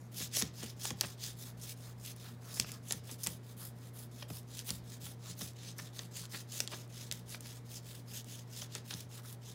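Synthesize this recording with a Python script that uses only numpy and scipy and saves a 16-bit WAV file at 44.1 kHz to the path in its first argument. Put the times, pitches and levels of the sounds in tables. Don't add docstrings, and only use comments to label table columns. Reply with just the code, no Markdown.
import sys
import numpy as np
from scipy import signal
from scipy.fft import rfft, irfft
from scipy.io import wavfile
from scipy.ndimage import uniform_filter1d

SR = 44100
rng = np.random.default_rng(int(sys.argv[2]) if len(sys.argv) > 2 else 0)


def transcribe(u):
    v = np.clip(np.atleast_2d(u).T, -1, 1)
    q = np.round(v * 32767).astype(np.int16)
    wavfile.write(sys.argv[1], SR, q)


N = 420713
TIME = np.arange(N) / SR
USUAL_DB = -49
EDGE_HZ = 15850


def amp(db):
    return 10 ** (np.asarray(db) / 20)


def evened(x):
    return x / np.sqrt(np.mean(x ** 2) + 1e-20)


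def read(points, hz):
    f, value = np.transpose(points)
    return np.interp(np.log(hz + 1), np.log(f + 1), value)


def add(mix, s, sound):
    part = mix[max(round(s * SR), 0):][:len(sound)]
    part += sound[:len(part)]


def drift(hz, count):
    f = np.fft.rfftfreq(count, 1 / SR)
    noise = rfft(rng.standard_normal(count))
    return evened(irfft(noise / (1 + (f / hz) ** 4), count))


def grains(count, per_s, spread_db):
    sizes = amp(spread_db * np.minimum(rng.exponential(1, count), 4.5))
    signed = sizes * rng.standard_normal(count)
    return signed * (rng.random(count) < per_s / SR)


# [f/Hz, share of the lift]
BODY_LIFT = [(1200, 1.9), (2600, 0.57), (3700, 1.5), (4600, 0), (6000, 0)]
SHEEN_LIFT = [(6500, 0), (11000, 1.06), (15500, 1.03)]


def ring(spectrum, body_db=0, sheen_db=0, size=2048):
    hz = abs(np.fft.fftfreq(size, 1 / SR))
    lift_db = body_db * read(BODY_LIFT, hz) + sheen_db * read(SHEEN_LIFT, hz)
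    log_gain = np.log(evened(amp(read(spectrum, hz))) * amp(lift_db))
    minimum_phase = np.exp(np.conj(signal.hilbert(log_gain)))
    return np.fft.ifft(minimum_phase).real[:size // 2]


# [f/Hz, relative level/dB per Hz]
AIR_COLOUR = [(25, -33), (45, -20), (60, -3), (72, -11), (92, 0), (112, -15), (140, -4), (172, 5),
              (205, -4.5), (235, -1), (330, -9.5), (450, -10.5), (700, -13.5), (1400, -20.5), (2200, -23.5),
              (2800, -31.5), (3800, -28.5), (7000, -34.5), (15500, -39)]
# [f/Hz, rms level/dB before the waver]
HUM_TONES = [(119.9, -51), (175, -80), (233, -68.5), (359.7, -74.5), (407, -78), (443, -77.5), (462, -75),
             (599.6, -78)]


def background(air_db=-57.5, waver_db=0.4, fan_waver=1.0):
    drone_hz, drone_db = 59, -75
    swell_db, swell_s, first_crest_s = 5.5, 3.08, 1.54
    hz = np.fft.rfftfreq(N, 1 / SR)
    rush = irfft(rfft(rng.standard_normal(N)) * amp(read(AIR_COLOUR, hz)), N)
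    out = amp(air_db) * evened(rush)
    sway, wander = drift(3.5, N), drift(1.13, N)
    strongest_db = max(db for _, db in HUM_TONES)
    for f, db in HUM_TONES:
        shift = rng.integers(N)
        phase = 2 * np.pi * (f * TIME + rng.random())
        phase += fan_waver * np.roll(wander, shift) * (db < strongest_db)
        out += np.sqrt(2) * amp(db + waver_db * np.roll(sway, shift)) * np.sin(phase)
    swell = amp(drone_db + swell_db * np.cos(2 * np.pi * (TIME - first_crest_s) / swell_s))
    drone = np.sin(2 * np.pi * drone_hz * TIME + fan_waver * wander)
    return out + np.sqrt(2) * swell * drone


# [t/s start, length/s before the release, level/dB of the grains before shaping]
SKIDS = [(0, 0.07, -65.5), (0.208, 0.038, -42), (0.336, .02, -40), (0.359, 0.041, -33), (0.387, 0.021, -30),
         (0.628, 0.0083, -38.5), (0.867, 0.015, -38.5), (1.613, 0.031, -48), (2.54, 0.062, -42.5),
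         (2.882, 0.043, -44.5), (3.111, 0.016, -45.5), (3.2335, 0.0075, -29), (5.389, 0.01, -45.5),
         (5.782, 0.0093, -43), (7.009, 0.031, -50.5), (7.292, 0.042, -48), (7.751, 0.022, -49),
         (8.135, 0.045, -47)]
# [f/Hz, relative level/dB per Hz]
SKID_COLOUR = [(150, -30), (1500, -19), (3000, -13), (4400, -8), (5200, 3.5), (6800, 5.5), (8400, -2),
               (11000, 2), (15500, -8)]


def skids(attack_s=.0012, release_s=0.0085):
    out, hiss = np.zeros(N), ring(SKID_COLOUR)
    for s, length_s, db in SKIDS:
        t = np.arange(0, length_s + 2 * release_s, 1 / SR)
        shape = np.interp(t, [0, attack_s, length_s, t[-1]], [0, 0.84, 0.5, 0.0])
        slips = grains(len(t), per_s=6800, spread_db=4.0) * shape
        add(out, s, amp(db) * signal.fftconvolve(slips, hiss))
    return out


# [t/s start before the rest, pressure as level/dB, place of the peak 0-1 before limits, sheen as level/dB]
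STROKES = [(0.094, -45, 0.55, 3.0), (0.293, -39, 0.25, -4), (0.523, -51, 0.41, 0), (0.749, -42.5, 0.49, -1),
           (0.948, -52, 0.41, 1), (1.163, -45.5, 0.41, -2.5), (1.354, -55, 0.29, 5.5),
           (1.537, -50, 0.81, 3), (1.749, -60.5, 0.37, 2.5), (1.947, -49.5, 0.79, 2.5),
           (2.146, -60, 0.4, 2), (2.368, -47.5, 0.97, 2), (2.654, -53.5, 0.11, -0.5),
           (2.811, -53.5, 0.52, 2.0), (3.01, -53, 0.7, 2.5), (3.173, -52.5, 0.33, 6.0),
           (3.392, -60.5, 0.88, 2.5), (3.554, -57.5, 0.41, 10.5), (3.724, -63.5, 0.8, 4),
           (3.919, -59.5, 0.5, 10.5), (4.079, -57, 0.82, 1), (4.265, -57, 0.5, 7.5),
           (4.431, -48.5, 0.88, -0.5), (4.638, -49, 0.24, 5.5), (4.814, -55, 0.63, 0.5),
           (4.991, -52, 0.3, 3), (5.16, -49.5, 0.78, -4), (5.353, -46.5, 0.29, 1.5), (5.534, -52, 0.56, -6),
           (5.753, -53, 0.26, -0.5), (5.921, -55.5, 0.24, 1), (6.099, -49, 0.38, -1.5),
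           (6.283, -50, 0.3, 1), (6.461, -45.5, 0.45, -0.5), (6.679, -52, 0.21, -1.5),
           (6.878, -53.5, 0.41, -3.5), (7.12, -57.5, 0.06, 3), (7.24, -52, 0.57, 0.5),
           (7.392, -55.5, 0.35, 0.0), (7.621, -51.5, 0.74, 1), (7.815, -56.5, 0.35, 2),
           (8.04, -50, 0.61, 1.5), (8.235, -54, 0.38, 0.5), (8.451, -50.0, 0.62, -0.5),
           (8.68, -51.5, 0.43, -6), (8.832, -52.5, 0.34, 1.5), (9.07, -57, 0.6, 2.5),
           (9.222, -58, 0.33, 5.5), (9.371, -51, 0.9, -4)]


def strokes():
    rise_db, fall_db, arch_power = 21, 26.5, 1.606
    peaking = 0.5
    rest_s, grip_s, turn_s = 0.043, 0.0077, 0.044
    ends = [row[0] for row in STROKES[1:]] + [N / SR + grip_s]
    for (start, db, peak, _), end in zip(STROKES, ends):
        peak = np.clip(peak, .05, .95)
        start += rest_s * peak ** 2
        t = np.arange(0, end - start, 1 / SR)
        past = t / t[-1] - peak
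        slope_db = np.where(past < 0, rise_db / peak ** arch_power, fall_db)
        slack_db = slope_db * abs(past) ** arch_power
        moving = np.clip(np.minimum(t / grip_s, (t[-1] - t) / turn_s), 0, 1)
        yield start, db - slack_db * amp(peaking * (db - USUAL_DB)), moving


# [f/Hz, relative level/dB per Hz]
RASP_COLOUR = [(150, -11.5), (500, -15.5), (1100, -18), (1650, -9), (1880, -7.5), (2500, -6), (3600, -1),
               (4400, -2), (5100, 2), (5700, -1.5), (6300, 1.5), (8400, -4), (10900, -4), (13000, -7),
               (15500, -7)]


def rubbing(chatter_db=2.1, chatter_hz=120, uneven_db=0.75, uneven_hz=25, grit_db=-15,
            treble_follow=0.02, body_db=1.0, light_body=0.11, level_db=-0.34):
    out = np.zeros(N)
    treble = signal.butter(1, 8000, "high", fs=SR)
    for (start, force_db, moving), (_, peak_db, _, sheen_db) in zip(strokes(), STROKES):
        count = len(force_db)
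        slips = grains(count, per_s=30000, spread_db=2.3) * amp(chatter_db * drift(chatter_hz, count))
        slips += amp(grit_db) * grains(count, per_s=360, spread_db=-3.0)
        sheet = ring(RASP_COLOUR, body_db + light_body * (USUAL_DB - peak_db), sheen_db)
        rasp = signal.fftconvolve(slips, sheet)[:count]
        treble_change = amp(treble_follow * (force_db - peak_db)) - 1
        rasp = rasp + treble_change * signal.lfilter(*treble, rasp)
        uneven = uneven_db * drift(uneven_hz, count)
        add(out, start, rasp * moving * amp(force_db + level_db + uneven))
    return out


# [t/s centre, level/dB before the trim, half length/s]
BRUSHES = [(1.48, -62, 0.027), (1.886, -61, 0.026), (2.273, -61.5, 0.034), (2.487, -65, 0.066),
           (2.743, -58.5, .015), (3.606, -64.5, 0.027), (3.966, -61.5, 0.01), (5.27, -60, 0.024),
           (6.245, -57, 0.012), (9.193, -57, 0.011), (9.253, -58, 0.0098)]


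def brushes(glide_db=-69, narrow=3.2, trim_db=-1):
    force = sum(amp(db) * np.exp(-((TIME - s) / half_s) ** 2 / 2) for s, db, half_s in BRUSHES)
    for start, _, moving in strokes():
        glide = abs(np.sin(np.linspace(0, np.pi, len(moving)))) ** narrow
        add(force, start, amp(glide_db) * glide)
    skin = ring([(200, -10), (700, -1.5), (1300, 8.5), (2100, -0.5), (3000, -4.0), (8000, -8)])
    return amp(trim_db) * signal.oaconvolve(force * rng.standard_normal(N), skin)[:N]


def ribs(per_s=60, spread_db=-0.5, follow=0.64, dull_db=-68, sharp_db=-64):
    force = np.zeros(N)
    for start, force_db, moving in strokes():
        add(force, start, moving * amp(follow * (force_db - USUAL_DB)))
    tick = amp(dull_db) * ring(SCUFF_COLOUR) + amp(sharp_db) * ring(SNAP_COLOUR)
    return signal.oaconvolve(force * grains(N, per_s, spread_db), tick)[:N]


# [t/s centre, level/dB before the trim, half length/s]
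SCUFFS = [(0.215, -51, 0.011), (0.3724, -39, 0.00144), (0.422, -43.5, 0.0058), (0.633, -50, 0.0088),
          (0.854, -43, 0.0036), (.908, -46, 0.0035), (1.015, -41.5, 0.0025), (1.043, -45, 0.0089),
          (2.574, -49, 0.0039), (2.646, -50, 0.0018), (2.693, -53, 0.0043), (2.911, -42.5, 0.0023),
          (2.931, -52, 0.0048), (3.099, -56, 0.0072), (3.272, -45.5, 0.0072), (4.227, -48, 0.0031),
          (4.304, -48.5, 0.0023), (4.701, -49.5, 0.0095), (5.068, -53.5, 0.0027), (5.416, -47, 0.0046),
          (5.795, -48, 0.0056), (5.995, -52, 0.0034), (6.348, -49.5, .009), (6.604, -39.5, 0.0017),
          (6.681, -52.5, 0.0028), (6.734, -48.5, .011), (7.123, -51, 0.0037), (7.347, -45.5, 0.0021),
          (7.456, -58, 0.005), (8.569, -60, 0.0043), (8.623, -51, 0.004), (8.758, -48, 0.0041),
          (8.912, -43.5, 0.0026), (8.933, -52.5, 0.0051)]
# [f/Hz, relative level/dB per Hz]
SCUFF_COLOUR = [(100, -28), (300, -1.5), (600, -3), (1000, -2), (1500, -3.5), (2000, -2), (3200, -4.5),
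                (6000, -8.5), (15000, -64)]


def scuffs(trim_db=2.5):
    out = np.zeros(N)
    for s, db, half_s in SCUFFS:
        t = np.arange(-2 * half_s, 2 * half_s, 1 / SR)
        slips = evened(grains(len(t), per_s=7000, spread_db=2.5))
        clump = slips * np.exp(-(t / half_s) ** 2 / 2)
        add(out, s + t[0], amp(db + trim_db) * signal.fftconvolve(clump, ring(SCUFF_COLOUR)))
    return out


# [t/s, peak level/dB, lift of the lowest modes as level/dB]
THUDS = [(.206, -43, 0), (0.426, -32.5, -7), (0.634, -38, -8), (.911, -37.5, -1), (1.039, -41.5, -1),
         (2.943, -43.5, 5), (3.276, -37, 4), (3.119, -46, -1), (4.307, -39.5, 2), (4.707, -39, 5),
         (5.031, -48, 16), (5.300, -47, 10), (5.421, -36, 1), (5.81, -51, 18), (6.341, -41.5, -17),
         (8.945, -40.5, 2)]
# [f/Hz before detuning, relative level/dB, t60/s]
TABLE_MODES = [(87, -24, 0.35), (168, -17.5, 0.19), (186.3, -17, 0.12), (208.3, -5.5, 0.047),
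               (274, -17.5, 0.069), (443, -19.5, 0.047)]


def thuds(stiffen=2.08, settle_s=0.001, scatter=0.068):
    out, t = np.zeros(N), np.arange(SR // 3) / SR
    warped = t + stiffen * settle_s * (1 - np.exp(-t / settle_s))
    hz, mode_db, t60 = np.transpose(TABLE_MODES)[:, :, None]
    boom_share = read([(90, 1), (165, 0.91), (215, 0)], hz)
    for s, db, boom_db in THUDS:
        detune = 1 + scatter * rng.standard_normal(hz.shape)
        strength = amp(mode_db + boom_db * boom_share)
        decay = np.exp(-np.log(1000) * t / t60)
        modes = strength * decay * np.sin(2 * np.pi * hz * detune * warped)
        thud = modes.sum(0) * (1 - np.exp(-t / 0.0064))
        add(out, s, amp(db) * thud / abs(thud).max())
    return out


# [t/s, energy as level/dB, sheen as level/dB]
SNAPS = [(0.37, -8, 0.8), (0.4158, -16, -4), (0.423, -6.5, -2), (0.8545, -12.5, -4), (0.9056, -15.5, -3),
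         (1.0103, -2, 2.5), (1.332, -35, 17), (2.062, -21, 14), (2.1636, -32, 18), (2.5988, -1, -2.5),
         (2.6125, -19, -20), (2.623, -22, -17), (2.7185, -19, 8), (2.9091, -12, -8), (2.923, -6.5, 4.5),
         (3.235, -18, 12), (3.2642, -16, -0.7), (3.271, -7, 8), (4.3018, -27, 9), (4.592, -17, 1),
         (4.6917, -16.5, -7), (4.705, -9.5, -2), (5.418, -19, -21), (5.9921, -15.5, -11), (6.1713, -23, 6),
         (6.2544, -25, -3), (6.6039, -5.5, -3), (6.6756, -15, -10), (7.1137, -11.5, -4), (7.124, -13, 5),
         (7.4073, -23.5, 12), (8.2446, -31, 7), (8.6193, -18.5, -13), (8.7517, -15.5, 2.5),
         (8.9083, -19, -20), (8.939, -17.5, -19), (9.0066, -25, 7), (9.327, -25.5, 18)]
# [f/Hz, relative level/dB per Hz]
SNAP_COLOUR = [(150, -3), (700, -29.5), (1900, -12.5), (3400, -2), (4300, -1), (6200, 3), (9000, -3.5),
               (12000, -7.5), (16000, -17)]


def snaps(flutter=0.43, flutter_s=0.00092, dull_body=0.23):
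    unstick_share, unstick_db, unstick_sheen_db = 0.3, -41, 10
    out, t = np.zeros(N), np.arange(SR // 100) / SR
    ticks = [(row[0], unstick_db, unstick_sheen_db) for row in STROKES[1:]]
    heard = np.r_[np.ones(len(SNAPS)), rng.random(len(ticks)) < unstick_share]
    for (s, db, sheen_db), on in zip(SNAPS + ticks, heard):
        slip = (t == 0) + flutter * rng.standard_normal(len(t)) * np.exp(-t / flutter_s)
        body_db = dull_body * max(-sheen_db, 0)
        snap = signal.fftconvolve(slip, ring(SNAP_COLOUR, body_db, sheen_db))
        add(out, s, on * amp(db) * snap / np.linalg.norm(snap))
    return out


def travel(x, patch_db=2, size=12):
    z = signal.stft(x, SR, nperseg=256)[2]
    patches = rng.standard_normal(z.shape)
    for _ in range(2):
        patches = uniform_filter1d(patches, size, axis=1)
        patches = uniform_filter1d(patches, size=4, axis=0)
    return signal.istft(z * amp(patch_db * evened(patches)), SR, nperseg=256)[1][:N]


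# [f/Hz, t60/s]
ROOM_DECAY = [(150, 0.62), (1000, 0.39), (4000, 0.38), (8000, 0.15), (15000, 0.061)]


def room(x, wet_db=-13, near_db=-17, count=8):
    hz, t, z = signal.stft(rng.standard_normal(SR // 2), SR, nperseg=256)
    decay = np.exp(-np.log(1000) * t / read(ROOM_DECAY, hz)[:, None])
    colour = amp(read([(200, 9), (4000, -5.0), (7000, -1), (14000, -1.5)], hz))[:, None]
    tail = signal.istft(z * decay * colour, SR, nperseg=256)[1]
    response = amp(wet_db) * tail / np.linalg.norm(tail)
    echoes = (rng.uniform(.0006, 0.0093, count) * SR).astype(int)
    response[echoes] += amp(near_db) * rng.choice([-1, 1], count) / np.sqrt(count)
    response[0] += 1
    return signal.fftconvolve(x, response)[:N]


def scene(low_hz=110):
    behind = background()
    paper = travel(skids() + rubbing() + brushes() + ribs() + scuffs()) + snaps()
    paper = signal.lfilter(*signal.butter(2, low_hz, "high", fs=SR), paper)
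    return (behind + room(paper) + thuds())[None]


def record(dry):
    lowpass = signal.firwin(511, EDGE_HZ, window=("kaiser", 9), fs=SR)
    return signal.oaconvolve(dry, lowpass[None], "same")


dry = scene()
out = record(dry)
transcribe(out)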